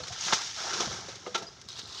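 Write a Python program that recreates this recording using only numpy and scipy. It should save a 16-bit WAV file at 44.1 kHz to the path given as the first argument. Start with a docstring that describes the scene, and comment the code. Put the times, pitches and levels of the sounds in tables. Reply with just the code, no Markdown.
"""Muddy water splashes down as it is bailed with a metal bowl at a bank, close by in the open air.
Two sheets of water slap down and break into clicking droplets and ringing bubbles. The bowl knocks,
smacks back into the shallows and scrapes through wet mud for the next scoop.
Soft thuds and a faint low rumble lie underneath."""
import sys
import numpy as np
from scipy import signal
from scipy.fft import rfft, irfft
from scipy.io import wavfile
from scipy.ndimage import uniform_filter1d

SR = 44100
rng = np.random.default_rng(int(sys.argv[2]) if len(sys.argv) > 2 else 0)


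def log_audio(samples):
    """Write samples as a 16-bit WAV file to the path given in sys.argv[1]."""
    # one column per channel
    frames = np.atleast_2d(samples).T
    # limit to full scale, then quantise
    limited = np.clip(frames, -1, 1)
    pcm = np.round(limited * 32767).astype(np.int16)
    wavfile.write(sys.argv[1], SR, pcm)


N = 88200

# The bright tone of spray. Each row: frequency in Hz, relative level in dB.
SPRAY_TONE = [(900, -20.5), (1800, -5), (2500, -8.5), (3600, -0.5), (4400, -1.5), (5700, 3.5), (6700, -1.5),
              (7600, -13.5), (9000, -22.5), (12000, -38), (15500, -36)]


def falling_water():
    """Droplets and tiny bubbles make the spray; larger bubbles churn and gurgle below it."""
    # How loud the falling water is. Each row: time in seconds, spray level in dB, churn level in dB.
    flow_levels = [(0, -47, -55), (.16, -42.5, -50), (.26, -31.5, -45.5), (.31, -33.5, -39),
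                   (.35, -30.5, -43.5), (.39, -37, -41), (.46, -37, -49), (.54, -41.5, -57.5),
                   (.59, -37, -42), (.66, -36.5, -39), (.77, -35, -38.5), (.82, -31.5, -37.5),
                   (.88, -39, -43.5), (.94, -38.5, -43.5), (1.04, -46.5, -50.5), (1.12, -46.5, -52.5),
                   (1.22, -51.5, -59.5), (1.42, -50, -50), (1.51, -54.5, -59), (1.65, -57, -64.5),
                   (2, -52.5, -56)]
    # How loud the heavy water gurgles. Each row: time in seconds, level in dB.
    gurgle_levels = [(0, -51.5), (.06, -64), (.19, -67.5), (.28, -49.5), (.37, -55.5), (.56, -72),
                     (.66, -52), (.81, -44.5), (.92, -47.5), (1.04, -56.5), (1.22, -58), (1.43, -50),
                     (1.52, -63.5), (2, -62.5)]
    # The tones of churning and gurgling. Each row: frequency in Hz, relative level in dB.
    churn_tone = [(300, -11.5), (600, -8.5), (850, -1), (1080, -3.5), (1320, 3), (1650, 0.5), (2200, -13),
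                  (3500, -27), (12000, -61)]
    gurgle_tone = [(80, -23.5), (160, -9.5), (250, -14), (370, 2.5), (540, -1.5), (800, -9), (1600, -43),
                   (8000, -78)]
    drops = patter(per_s=3000, spread_db=2.5, mist_db=-4)
    fizz = undb(-8.5) * bubbles(per_s=900, low_hz=1974, high_hz=7300, cycles=39)
    tinkle = undb(-14) * bubbles(per_s=130, low_hz=2020, high_hz=6940, cycles=72)
    spray = colour(drops + fizz + tinkle, SPRAY_TONE)
    wash = undb(-5.5) * colour(patter(per_s=1500, spread_db=2, mist_db=0), churn_tone)
    churn = colour(bubbles(per_s=700, low_hz=560, high_hz=2280, cycles=19.8), churn_tone) + wash
    gurgle = colour(bubbles(per_s=260, low_hz=157.4, high_hz=676, cycles=12.6), gurgle_tone)
    return (steady(spray, span_s=0.064) * curve(flow_levels, column=1)
            + steady(churn, span_s=0.15) * curve(flow_levels, column=2)
            + steady(gurgle, span_s=0.055) * curve(gurgle_levels))


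def slaps():
    """Each lump of water thumps, smacks as its air pockets collapse, and throws off spray."""
    # Lumps of water landing. Each row: start, hold and fade time in seconds,
    # then thump, smack and spray levels in dB.
    landings = [(0, 0.0015, 0.014, -42, -40.5, -44), (.034, 0.0057, 0.0048, -66, -40.5, -42.5),
                (0.068, 0.0022, 0.006, -48, -39, -38), (0.079, 0.0032, .007, -49, -48, -36),
                (0.119, 0.016, 0.0098, -60, -46, -40.5), (.280, 0.0031, 0.0036, -51, -26.5, -43),
                (0.322, 0.012, 0.0034, -31.5, -23.5, -31.5), (0.33, 0.0081, 0.017, -44, -33, -25.5),
                (0.413, 0.0052, 0.012, -55, -48, -34.5), (0.73, 0.011, 0.01, -51, -38, -33.5),
                (0.801, 0.0061, 0.0097, -35, -32.5, -32), (1.083, 0.005, 0.019, -45, -44.5, -43),
                (1.154, 0.0026, 0.0037, -73, -67, -38), (1.264, 0.016, 0.0084, -38, -47, -50),
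                (1.344, 0.017, 0.0071, -40, -29, -33), (1.375, 0.0071, 0.019, -47, -41.5, -41),
                (1.421, 0.0056, 0.01, -44, -47.5, -45), (1.611, 0.0087, 0.0041, -70, -85, -46),
                (1.783, .004, 0.0066, -55, -46, -54), (1.790, 0.0015, 0.0061, -48.5, -44.5, -33.5)]
    # The tones of the low thump and the sharper smack. Each row: frequency in Hz, relative level in dB.
    thump_tone = [(40, -50), (90, -32), (150, -5), (230, -2), (380, 3.5), (540, 1.5), (800, -3),
                  (1600, -42), (8000, -70)]
    smack_tone = [(300, -20), (600, -10.5), (880, -5), (1120, -8.5), (1300, 2.5), (1550, -4.5),
                  (2200, -9.5), (4000, -4.5), (12000, -77)]
    textures = []
    for tone in (thump_tone, smack_tone, SPRAY_TONE):
        drops = patter(per_s=4000, spread_db=2, mist_db=-4)
        textures.append(steady(colour(drops, tone), span_s=.005))
    out = np.zeros(N)
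    for start, hold, fade, *levels_db in landings:
        blend = undb(levels_db) @ np.array(textures)  # add the three, each at its own level
        out += blend * burst(start, attack_s=0.0045, hold_s=hold, fade_s=fade)
    return out


def plops():
    """Single large bubbles and drops ring out, rising a little in pitch."""
    # Each row is one plop: start in seconds, pitch in Hz, level in dB, seconds to fade by 60 dB.
    single_bubbles = [(.002, 500.5, -40.5, 0.14), (.035, 4280, -28.5, .035), (.104, 712, -38.5, 0.097),
                      (.210, 6460, -21.5, .015), (0.286, 1320, -29, 0.028), (.324, 886, -20.5, 0.073),
                      (.325, 1017, -22, .05), (0.329, 1289, -14, 0.019), (.328, 237, -41.5, 0.073),
                      (0.396, 1350, -34.5, 0.046), (0.736, 360, -35, 0.051), (.803, 363, -29, 0.076),
                      (.832, 730, -25, 0.034), (0.871, 210, -29.5, 0.04), (1.084, 543, -37, 0.072),
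                      (1.348, 801, -34, 0.14), (1.349, 1349, -32, 0.14), (1.421, 670, -41, 0.14),
                      (1.468, 4900, -38.5, 0.097), (1.473, 4960, -50, .25), (1.663, 191, -44, .03),
                      (1.716, 6000, -37, .03), (1.833, 270, -36, 0.016)]
    attack_s = 0.0012
    out = np.zeros(N)
    for start, hz, db, ring_s in single_bubbles:
        add(out, start, undb(db) * ring(hz, ring_s, rise=0.026, attack_cycles=attack_s * hz))
    return out


def ticks():
    """Drops and grit land close by with short, bright ticks."""
    # Each row is one tick: start in seconds, level in dB, fade time in seconds.
    hits = [(1.380, -43, .003), (1.423, -52, .002), (1.431, -54, .002), (1.686, -44, .0025),
            (1.7905, -44, .002), (1.876, -49, .002)]
    # The crisp tone of a tick. Each row: frequency in Hz, relative level in dB.
    tick_tone = [(800, -22), (2500, -9), (4000, 0), (6500, -2), (8500, -7), (11000, -17), (15500, -18)]
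    loudness = sum(undb(db) * burst(start, attack_s=.0004, hold_s=0, fade_s=fade)
                   for start, db, fade in hits)
    return colour(rng.standard_normal(N), tick_tone) * loudness


def bowl_knocks():
    """Knocks make the metal bowl ring; the hand and the water keep the ringing short."""
    # Each row is one knock: start in seconds, level in dB, pitch ratio (lower when water loads the metal).
    knocks = [(1.256, -50, .8), (1.2635, -36, 1), (1.349, -37, .735), (1.423, -49, .735)]
    # The bowl's own notes. Each row: pitch in Hz, relative level in dB, seconds to fade by 60 dB.
    bowl_notes = [(490, -1, .24), (1227, 1, .1), (2085, -3, .045), (2850, -9, .055), (3750, -13, .07),
                  (5220, -12, .06)]
    out = np.zeros(N)
    for start, knock_db, ratio in knocks:
        for hz, note_db, ring_s in bowl_notes:
            add(out, start, undb(knock_db + note_db) * ring(hz * ratio, ring_s, rise=0))
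    return out


def mud_scrape():
    """The rim scrapes through grit and squeezes tiny bubbles from the mud, which crackle as they burst."""
    # How loud the rim scrapes. Each row: time in seconds, level in dB.
    scrape_levels = [(1.675, -67), (1.688, -42), (1.74, -49), (1.79, -40.5), (1.825, -48), (1.9, -47),
                     (1.95, -43.5), (2, -39.5)]
    # The tone of wet mud. Each row: frequency in Hz, relative level in dB.
    mud_tone = [(300, -26), (700, -12), (1200, -5), (1700, -9.5), (2500, -11), (3200, -5), (3800, 3),
                (4500, 3), (5400, -1.5), (6600, -7), (8000, -15), (11500, -35.5), (15500, -34)]
    grit = patter(per_s=2800, spread_db=-0.5, mist_db=-1.5)
    small_bubbles = bubbles(per_s=370, low_hz=2600, high_hz=8000, cycles=48)
    squelch = small_bubbles + undb(-4.5) * bubbles(per_s=200, low_hz=860, high_hz=2720, cycles=14)
    scrape = steady(colour(grit + undb(-4.5) * squelch, mud_tone), span_s=.03)
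    pops = (rng.random(N) < 110 / SR) * sizes(rng.random(N), spread_db=2.5)  # about 110 a second
    fading_pops = signal.lfilter([1], [1, -np.exp(-1 / (.001 * SR))], pops)  # 1 ms fade time
    crackle = undb(-11) * colour(fading_pops * rng.standard_normal(N), mud_tone)
    started = np.arange(N) / SR > scrape_levels[0][0]
    return (scrape + crackle) * curve(scrape_levels) * started


def reflections(sound):
    """Sound bounces off the bank and the bowl as a very short blur of echoes."""
    echoes = rng.standard_normal(N) * burst(0.0011, attack_s=0.0016, hold_s=.002, fade_s=0.0073)
    return signal.fftconvolve(sound, echoes / np.sqrt(np.sum(echoes ** 2)))[:N]


def mud_thuds():
    """Short swells of deep noise make soft thuds in the mud."""
    # Each row is one thud: start in seconds, level in dB, fade time in seconds.
    thuds = [(0, -47, 0.031), (0.094, -43, 0.021), (0.869, -43.5, 0.085)]
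    # The dull tone of a thud. Each row: frequency in Hz, relative level in dB.
    thud_tone = [(25, -12), (65, -2.5), (120, 7.5), (200, -6), (500, -35), (2000, -60)]
    deep_noise = steady(colour(rng.standard_normal(N), thud_tone), span_s=0.023)
    return deep_noise * sum(undb(db) * burst(start, attack_s=0.019, hold_s=0.016, fade_s=fade)
                            for start, db, fade in thuds)


def rumble():
    """A faint, low outdoor rumble wavers by about 1 dB."""
    # The deep tone of the rumble. Each row: frequency in Hz, relative level in dB.
    rumble_tone = [(20, -26), (40, -10), (65, -1.5), (105, 2.5), (160, -6.5), (300, -11.5), (700, -19.5),
                   (2000, -20), (9000, -51.5)]
    waver_db = unit(uniform_filter1d(rng.standard_normal(N), size=4000))
    return colour(rng.standard_normal(N), rumble_tone) * undb(-57.5 + waver_db)


def patter(per_s, spread_db, mist_db):
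    """Landing droplets click at random over the hiss of a fine mist."""
    when, size = rng.random((2, N))
    clicks = (when < per_s / SR) * sizes(size, spread_db) * rng.choice([-1, 1], N)
    return unit(clicks) + undb(mist_db) * rng.standard_normal(N)


def bubbles(per_s, low_hz, high_hz, cycles):
    """A swarm of bubbles of random size, each ringing for roughly the given number of cycles."""
    out = np.zeros(N)
    count = int(per_s * N / SR)
    for when, pitch, size, life in rng.random((8000, 4))[:count]:
        hz = low_hz * (high_hz / low_hz) ** pitch
        ring_s = cycles * (.5 + life) / hz
        add(out, when * N / SR, sizes(size, spread_db=1.5) * ring(hz, ring_s, rise=0.11))
    return unit(out)


def ring(hz, ring_s, rise, attack_cycles=1):
    """A pure note that starts softly and fades by 60 dB; a rise of 0.1 lifts its pitch by a tenth."""
    t = np.arange(int(ring_s * SR) + 2) / SR
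    onset = 1 - np.exp(-(2 * t * hz / attack_cycles) ** 2)
    wave = np.sin(2 * np.pi * hz * t * (1 + rise * t / ring_s / 2))
    return onset * wave * np.exp(-np.log(1000) * t / ring_s)


def burst(start_s, attack_s, hold_s, fade_s):
    """Loudness that climbs, holds until hold_s after the start, then drops to 37% every fade_s."""
    t = np.arange(N) / SR - start_s
    return np.clip(t / max(attack_s, 1e-4), 0, 1) * np.exp(-np.maximum(t - hold_s, 0) / fade_s)


def sizes(chance, spread_db):
    """Turn random numbers from 0 to 1 into strengths: most near 1, a few far from it."""
    return undb(-spread_db * np.log(np.maximum(chance, .004)))


def colour(x, tone):
    """Filter a sound to follow a tone table; the result has an average power of 1."""
    hz, db = np.array(tone).T
    frequencies = np.maximum(np.arange(N + 1) * SR / (2 * N), 1)
    gains = undb(np.interp(np.log(frequencies), np.log(hz), db))
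    # Folding the cepstrum makes the filter ring only after a click, never before it.
    cepstrum = irfft(np.log(gains))
    cepstrum[1:N] *= 2
    cepstrum[N + 1:] = 0
    return unit(irfft(rfft(x, 2 * N) * np.exp(rfft(cepstrum)))[:N])


def steady(x, span_s):
    """Even out swells slower than span_s and keep the fine grain."""
    return x / np.sqrt(uniform_filter1d(x ** 2, max(int(span_s * SR), 2)) + 1e-9)


def curve(table, column=1):
    """Loudness over time, gliding between the dB values in one column of a table."""
    rows = np.array(table)
    return undb(np.interp(np.arange(N) / SR, rows[:, 0], rows[:, column]))


def add(out, start_s, sound):
    """Mix a sound in at its start time."""
    i = min(max(int(start_s * SR), 0), N - 1)
    out[i:i + len(sound)] += sound[:N - i]


def undb(db):
    """Turn decibels into a number to multiply by."""
    return 10 ** (np.asarray(db) / 20)


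def unit(x):
    """Scale a sound to an average power of 1."""
    return x / np.sqrt(np.mean(x ** 2) + 1e-18)


def scene():
    """Mix the water and the bowl with their echoes, the rumble and the thuds into one channel."""
    near = falling_water() + slaps() + plops() + ticks() + bowl_knocks() + mud_scrape()
    return (near + undb(-15.5) * reflections(near) + rumble() + mud_thuds())[None]


def record(dry):
    """The microphone thins the bass below 57 Hz; the recorder cuts the treble above 15650 Hz."""
    thinned = signal.sosfilt(signal.butter(2, 57, "high", fs=SR, output="sos"), dry)
    return signal.sosfilt(signal.ellip(10, .2, 70, 15650, fs=SR, output="sos"), thinned)


dry = scene()
out = record(dry)
log_audio(out)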